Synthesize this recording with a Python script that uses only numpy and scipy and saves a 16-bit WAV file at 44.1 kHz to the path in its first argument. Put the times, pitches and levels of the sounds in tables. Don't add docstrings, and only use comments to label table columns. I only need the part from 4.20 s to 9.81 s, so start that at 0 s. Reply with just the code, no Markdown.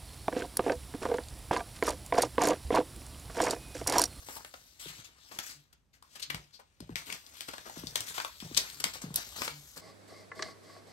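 import sys
import numpy as np
from scipy import signal
from scipy.fft import rfft, irfft
from scipy.io import wavfile
from scipy.ndimage import uniform_filter1d

SR = 44100
rng = np.random.default_rng(int(sys.argv[2]) if len(sys.argv) > 2 else 0)


def store_wav(level_fs):
    pcm = np.round(np.clip(np.atleast_2d(level_fs), -1, 1) * 32767)
    wavfile.write(sys.argv[1], SR, pcm.T.astype(np.int16))


def how_loud(loudness_db):
    steps = np.asarray(loudness_db, float) / 20
    return 10 ** steps


N = 247401
T = np.arange(N) / SR
HZ = np.fft.rfftfreq(512, 1 / SR)

# t/s, level/dB, hiss tilt/(dB per octave)
BUNDLE = [(0, -57.5, 4), (.95, -65, -3), (1.08, -58, -0.5), (1.4, -65.5, 1), (1.51, -77.5, -5),
          (1.75, -92, -2), (1.93, -59, -0.5), (2.5, -75, -4), (2.97, -59, 0), (3.87, -53.5, 0),
          (4.2, -55, 0.5), (4.5, -49, 0.5), (4.9, -59.5, -0.5), (5.07, -49.5, 0.5), (5.52, -57.5, 2)]
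# t/s, level/dB, centre f/Hz, fall-off/(dB per octave), length/ms
CREASES = [(0.0873, -35, 850, 5.5, 2.7), (0.157, -40, 860, 18, 24), (0.2473, -38.5, 980, 5, 4.8),
           (0.3392, -39.5, 874, 5.5, 6.2), (1.110, -45, 740, 6, 20), (1.161, -49, 400, 3, 8.9),
           (1.1882, -25, 2160, 3, 3.9), (1.526, -53, 3530, 0, 11), (1.825, -46, 1050, 26, 4.6),
           (1.949, -43, 1890, 3, 24), (1.994, -40.5, 3280, 2.5, 15), (2.016, -34, 4330, 8.5, 26.5),
           (2.0995, -27.5, 2310, 13.5, 9.5), (2.1461, -29.5, 2200, 3.5, 3.3), (2.322, -51, 4520, 22.5, 50),
           (2.3888, -50, 800, 9.5, 21.6), (2.6044, -41, 5050, 4, 3.8), (2.7581, -21, 2180, 6.5, 1.2),
           (2.901, -32, 2480, 28, 5.1), (2.925, -29.5, 2060, 3.5, 6.1), (3.065, -45, 4430, 12, 3),
           (3.2079, -29.5, 1850, 2.5, 3.1), (3.281, -35.5, 900, 4, 15), (3.333, -37.5, 950, 5, 11),
           (3.3811, -37, 970, 5.5, 5), (3.4969, -36.5, 945, 12, 4.2), (3.671, -29.5, 4700, 14, 2.1),
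           (3.757, -18.5, 3300, 4.5, 3.84), (3.8069, -24, 4570, -2.5, 2.6), (3.9765, -29.5, 1200, 8.5, 13),
           (4.0003, -27, 1650, 7, 4.6), (4.0477, -27, 1310, 7.5, 3.9), (4.2035, -32, 3100, 7.5, 0.98),
           (4.3482, -29, 4020, 8, 2.3), (4.3657, -27.5, 3280, 7, 8.8), (4.3718, -14.5, 4960, 8.5, 8.8),
           (4.599, -31, 4250, 1, 11), (4.6407, -17.5, 3130, 4, 4.8), (4.942, -30, 10540, -12, 4.4),
           (4.9586, -16.5, 10400, 7, 5.1), (5.219, -25, 1510, 5.5, 4.2), (5.2782, -27.5, 1370, 6, 5.9)]
# t/s, level/dB, nominal f/Hz
LANDINGS = [(0.657, -42, 330), (0.787, -47.5, 127), (2.143, -36, 135), (2.604, -37.5, 223),
            (2.693, -33.5, 231), (3.57, -37, 235), (3.635, -34.5, 245), (4.224, -34.5, 170),
            (4.311, -38, 268), (4.838, -32, 183), (4.905, -37, 154), (5.57, -46.5, 455)]


def evened(x):
    return x / np.sqrt(np.mean(x ** 2) + 1e-20)


def read(points, hz):
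    f, value = np.transpose(points)
    return np.interp(np.log(hz + 1), np.log(f + 1), value)


def coloured(x, points):
    log_gain = np.log(how_loud(read(points, abs(np.fft.fftfreq(8192, 1 / SR)))))
    taps = np.fft.ifft(np.exp(np.conj(signal.hilbert(log_gain)))).real[:4096]
    taps = taps / np.linalg.norm(taps)
    return signal.oaconvolve(x, taps.reshape((1,) * (x.ndim - 1) + (-1,)), axes=-1)[..., :N]


def add(mix, s, sound):
    part = mix[max(round(s * SR), 0):][:len(sound)]
    part += sound[:len(part)]


def room_floor():
    # f/Hz, relative level/(dB per Hz)
    air_shape = [(60, -5.5), (600, -26), (16000, -43)]
    # t/s, level/dB
    rumble_db = [(0, -67), (1.6, -84), (5, -65.5)]
    z = rng.standard_normal((4, N))
    air = how_loud(-76.5) * coloured(0.93 * z[:2] + z[2], air_shape)
    rumble = coloured(z[3], [(25, -24), (55, -11.0), (400, -39.5)])
    return air + how_loud(np.interp(T, *np.transpose(rumble_db))) * rumble


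def rubbing(per_s, grain_share, flutter_db):
    flutter = evened(uniform_filter1d(rng.standard_normal(N), size=300))
    size = how_loud(3 * np.minimum(rng.exponential(1, N), 3))
    struck = rng.random(N) < per_s * np.exp(flutter) / SR
    clicks = size * struck * rng.standard_normal(N)
    hiss = rng.standard_normal(N)
    return evened((hiss + grain_share * evened(clicks)) * how_loud(flutter_db * flutter))


def effort():
    # t/s, length/s, level/dB, slackness (flap over hiss)/dB
    pulls = [(0.057, 0.12, -50.5, -7), (0.588, 0.12, -45.5, -24), (0.721, 0.078, -50.5, -18),
             (0.835, 0.011, -47.5, -23), (1.106, 0.042, -51.5, -2.5), (1.226, 0.094, -47.5, -19),
             (1.725, 0.024, -65.5, -11), (2.851, 0.095, -48.5, -7), (3.133, 0.073, -53, -39),
             (3.447, 0.027, -51, -0.5), (3.55, 0.041, -48.5, -12), (3.859, 0.05, -43, -14),
             (3.935, 0.04, -40.5, -25), (4.729, 0.011, -38.5, -9), (4.809, 0.013, -43, -7.5),
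             (5.152, 0.11, -42.5, -9.5), (5.553, 0.025, -51, -2)]
    grip_s, let_go_db_per_s = 0.01, 346
    settle_db, settle_db_per_s, settle_slack_db = -18, 219, -11.5
    slap_db, slap_slack_db = -35, 10.5
    bundle_slack_db = -12.5

    rows = [(s, length, db, slack_db, let_go_db_per_s) for s, length, db, slack_db in pulls]
    rows += [(s, 0, db + settle_db, settle_slack_db, settle_db_per_s) for s, db, *_ in CREASES]
    rows += [(s, 0, db + slap_db, slap_slack_db, let_go_db_per_s) for s, db, _ in LANDINGS]

    bundle_db = np.interp(T, *np.transpose(BUNDLE)[:2])
    power = how_loud(2 * bundle_db) * how_loud([[0], [2 * bundle_slack_db]])
    t = T[:SR // 2]
    for s, length, db, slack_db, fall_db_per_s in rows:
        onset = np.minimum(t / grip_s, 1) ** 2
        shape = onset * how_loud(db - fall_db_per_s * np.maximum(t - length, 0))
        add(power[0], s, shape ** 2)
        add(power[1], s, (how_loud(slack_db) * shape) ** 2)
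    return np.sqrt(power)


def brightened(x):
    _, t, z = signal.stft(x, SR, nperseg=512)
    s, _, tilt_db = np.transpose(BUNDLE)
    octaves = np.log2(np.maximum(HZ, 1000) / 4000)[:, None]
    tilted = z * how_loud(octaves * np.interp(t, s, tilt_db))
    return signal.istft(tilted, SR, nperseg=512)[1][:N]


def patchy(x, patchy_db):
    z = signal.stft(x, SR, nperseg=512)[2]
    patches = uniform_filter1d(rng.standard_normal(z.shape), size=14, axis=0)
    patches = evened(uniform_filter1d(patches, size=9, axis=1))
    return signal.istft(z * how_loud(patchy_db * patches), SR, nperseg=512)[1][:N]


def strokes():
    # f/Hz, relative level/(dB per Hz)
    slide_shape = [(450, -18), (2000, -1), (7000, 2), (9000, -3.5), (16000, 0)]
    # f/Hz, relative level/(dB per Hz)
    flap_shape = [(150, -2.5), (1000, -0.5), (1600, 0), (3200, -20.5)]
    slide = coloured(rubbing(per_s=1500, grain_share=0.4, flutter_db=1.0), slide_shape)
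    flap = coloured(rubbing(per_s=900, grain_share=0.24, flutter_db=4.0), flap_shape)
    hiss_gain, flap_gain = effort()
    return patchy(hiss_gain * brightened(slide) + flap_gain * flap, patchy_db=2.0)


def snaps():
    shiver_db, shiver_t60_s = -11.5, 0.075
    skirt_db = 20.5
    out, t = np.zeros(N), np.arange(8000) / SR
    for s, db, hz, fall_db, ms in CREASES:
        u = t / (ms / 1000)
        burst = np.minimum(u / 0.44, 1) ** 2 * np.exp(-u ** 3)
        shiver = how_loud(shiver_db - 60 * t / shiver_t60_s) * np.minimum(u, 1)
        shape = burst + shiver
        reach = 2 ** (skirt_db / max(fall_db, 1))
        colour = [(hz / reach, -skirt_db), (hz, 0), (hz * reach, -skirt_db)]
        crack = coloured(shape * rng.standard_normal(len(t)), colour)
        crack *= np.linalg.norm(shape) / np.linalg.norm(crack)
        add(out, s - 0.0015, how_loud(db - 2.5) * crack)
    return out


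def thuds():
    # f/Hz, highest relative level/dB, t60/s
    modes = [(58.3, -5, 0.18), (109.6, -4.5, 0.23), (143.7, -6, 0.33), (168, -0.5, 0.22)]
    tap_db, tap_hz, tap_s = -5, 1046, 0.0025
    knock_s = 0.0043
    out, t = np.zeros(N), np.arange(SR // 2) / SR
    grit = uniform_filter1d(rng.standard_normal((len(LANDINGS), len(t))), size=40)
    grit = 1 + 0.51 * evened(grit)
    for (s, db, hz), rough in zip(LANDINGS, grit):
        cycles = np.cumsum(hz * (0.794 + 1.44 * np.exp(-t / 0.0039))) / SR
        blow = np.sin(2 * np.pi * cycles) * (t / knock_s * np.exp(1 - t / knock_s)) ** 2
        tick = how_loud(tap_db) * np.sin(2 * np.pi * tap_hz * t + rough) * np.exp(-t / tap_s)
        ring = np.zeros(len(t))
        for (f, mode_db, t60), r in zip(modes, rng.random(len(modes))):
            gain = how_loud(mode_db - 60 * t / t60 + 10.0 * (r - 1.0))
            ring += gain * np.sin(2 * np.pi * (f * t + r))
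        ring *= how_loud(-3.5) * rough * (1 - np.exp(-t / 0.019))
        add(out, s, how_loud(db) * (0.65 * (blow + tick) + ring))
    return out


def hums():
    # start/s, end/s, level/dB
    swells = [(1.334, 1.396, -61), (2.069, 2.157, -54), (4.538, 4.614, -60.5), (5.285, 5.4, -55)]
    hum_hz = 146
    out = np.zeros(N)
    waver = evened(uniform_filter1d(rng.standard_normal(N), size=900))
    phase = 2 * np.pi * np.cumsum(hum_hz * (1 + 0.013 * waver)) / SR
    tone = np.cos(phase) + how_loud(-12.0) * np.cos(2 * phase)
    for start, end, db in swells:
        rise = np.clip((T - start) / 0.05, 0, 1)
        out += how_loud(db) * rise * how_loud(-60 * np.maximum(T - end, 0) / 0.2 + waver) * tone
    return out


def ports(x):
    # f/Hz, level/dB before the bass taper
    shading = [(700, 8.5), (2400, 9.5), (4400, 16), (9000, 7.5)]
    # t/s, lag of right port/ms
    right_lag = [(0, 0.23), (3.2, 0.37), (5.6, 0.16)]
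    _, t, z = signal.stft(x, SR, nperseg=512)
    treble = np.clip(HZ / 1200, 0, 1)[:, None]
    tilt_db = read(shading, HZ)[:, None] * treble / 2
    lag_s = np.interp(t, *np.transpose(right_lag)) / 1000
    lag = np.exp(-2j * np.pi * HZ[:, None] * lag_s)
    both = np.array([z * how_loud(tilt_db), z * lag / how_loud(tilt_db)])
    return signal.istft(both, SR, nperseg=512)[1][:, :N]


def room(x):
    # f/Hz, t60/s
    decay = [(300, 0.15), (4000, 0.24), (12000, 0.054)]
    paths, paths_per_s = 5, 20
    taps = np.zeros((paths, 2, SR // 2))
    at = np.arange(150, SR // 2 - 20, 20)
    at = at + rng.integers(0, 20, (paths, 2, len(at)))
    np.put_along_axis(taps, at, rng.choice([-1., 1.], at.shape), 2)
    hz, t, z = signal.stft(taps, SR, nperseg=256)
    tails = signal.istft(z * how_loud(-60 * t / read(decay, hz)[:, None]), SR, nperseg=256)[1]
    tails = tails / np.linalg.norm(tails[0, 0])
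    away = (T * paths_per_s - np.arange(paths)[:, None] + 1) % paths - 1
    share = np.cos(np.pi / 2 * np.minimum(abs(away), 1))
    return signal.oaconvolve((x * share)[:, None], tails, axes=2).sum(0)[:, :N]


def scene():
    floor = room_floor()
    paper = strokes() + snaps()
    return ports(paper + thuds() + hums()) + how_loud(-6.0) * room(paper) + floor


def shared_treble(x):
    shared_from_hz, in_step_hz = 7900, 8300
    turn_hz = 3720
    z, hz = rfft(x), np.fft.rfftfreq(N, 1 / SR)
    high = np.clip((hz - shared_from_hz) / 2400 + 0.5, 0, 1)
    shifted = z[0] * np.exp(2j * np.pi * (hz - in_step_hz) / turn_hz)
    return irfft([z[0], np.sqrt(1 - high) * z[1] + np.sqrt(high) * shifted], N)


def top_cut(x):
    return signal.sosfilt(signal.butter(12, 17130, fs=SR, output="sos"), x)


def record(dry):
    # f/Hz, relative level/dB
    mic_response = [(30, -22), (50, 3.5), (11600, -3.5), (15700, -13.5), (16300, -50)]
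    mix = how_loud(-3.5) * shared_treble(coloured(dry, mic_response))
    return top_cut(mix)


dry = scene()
out = record(dry)
store_wav(out)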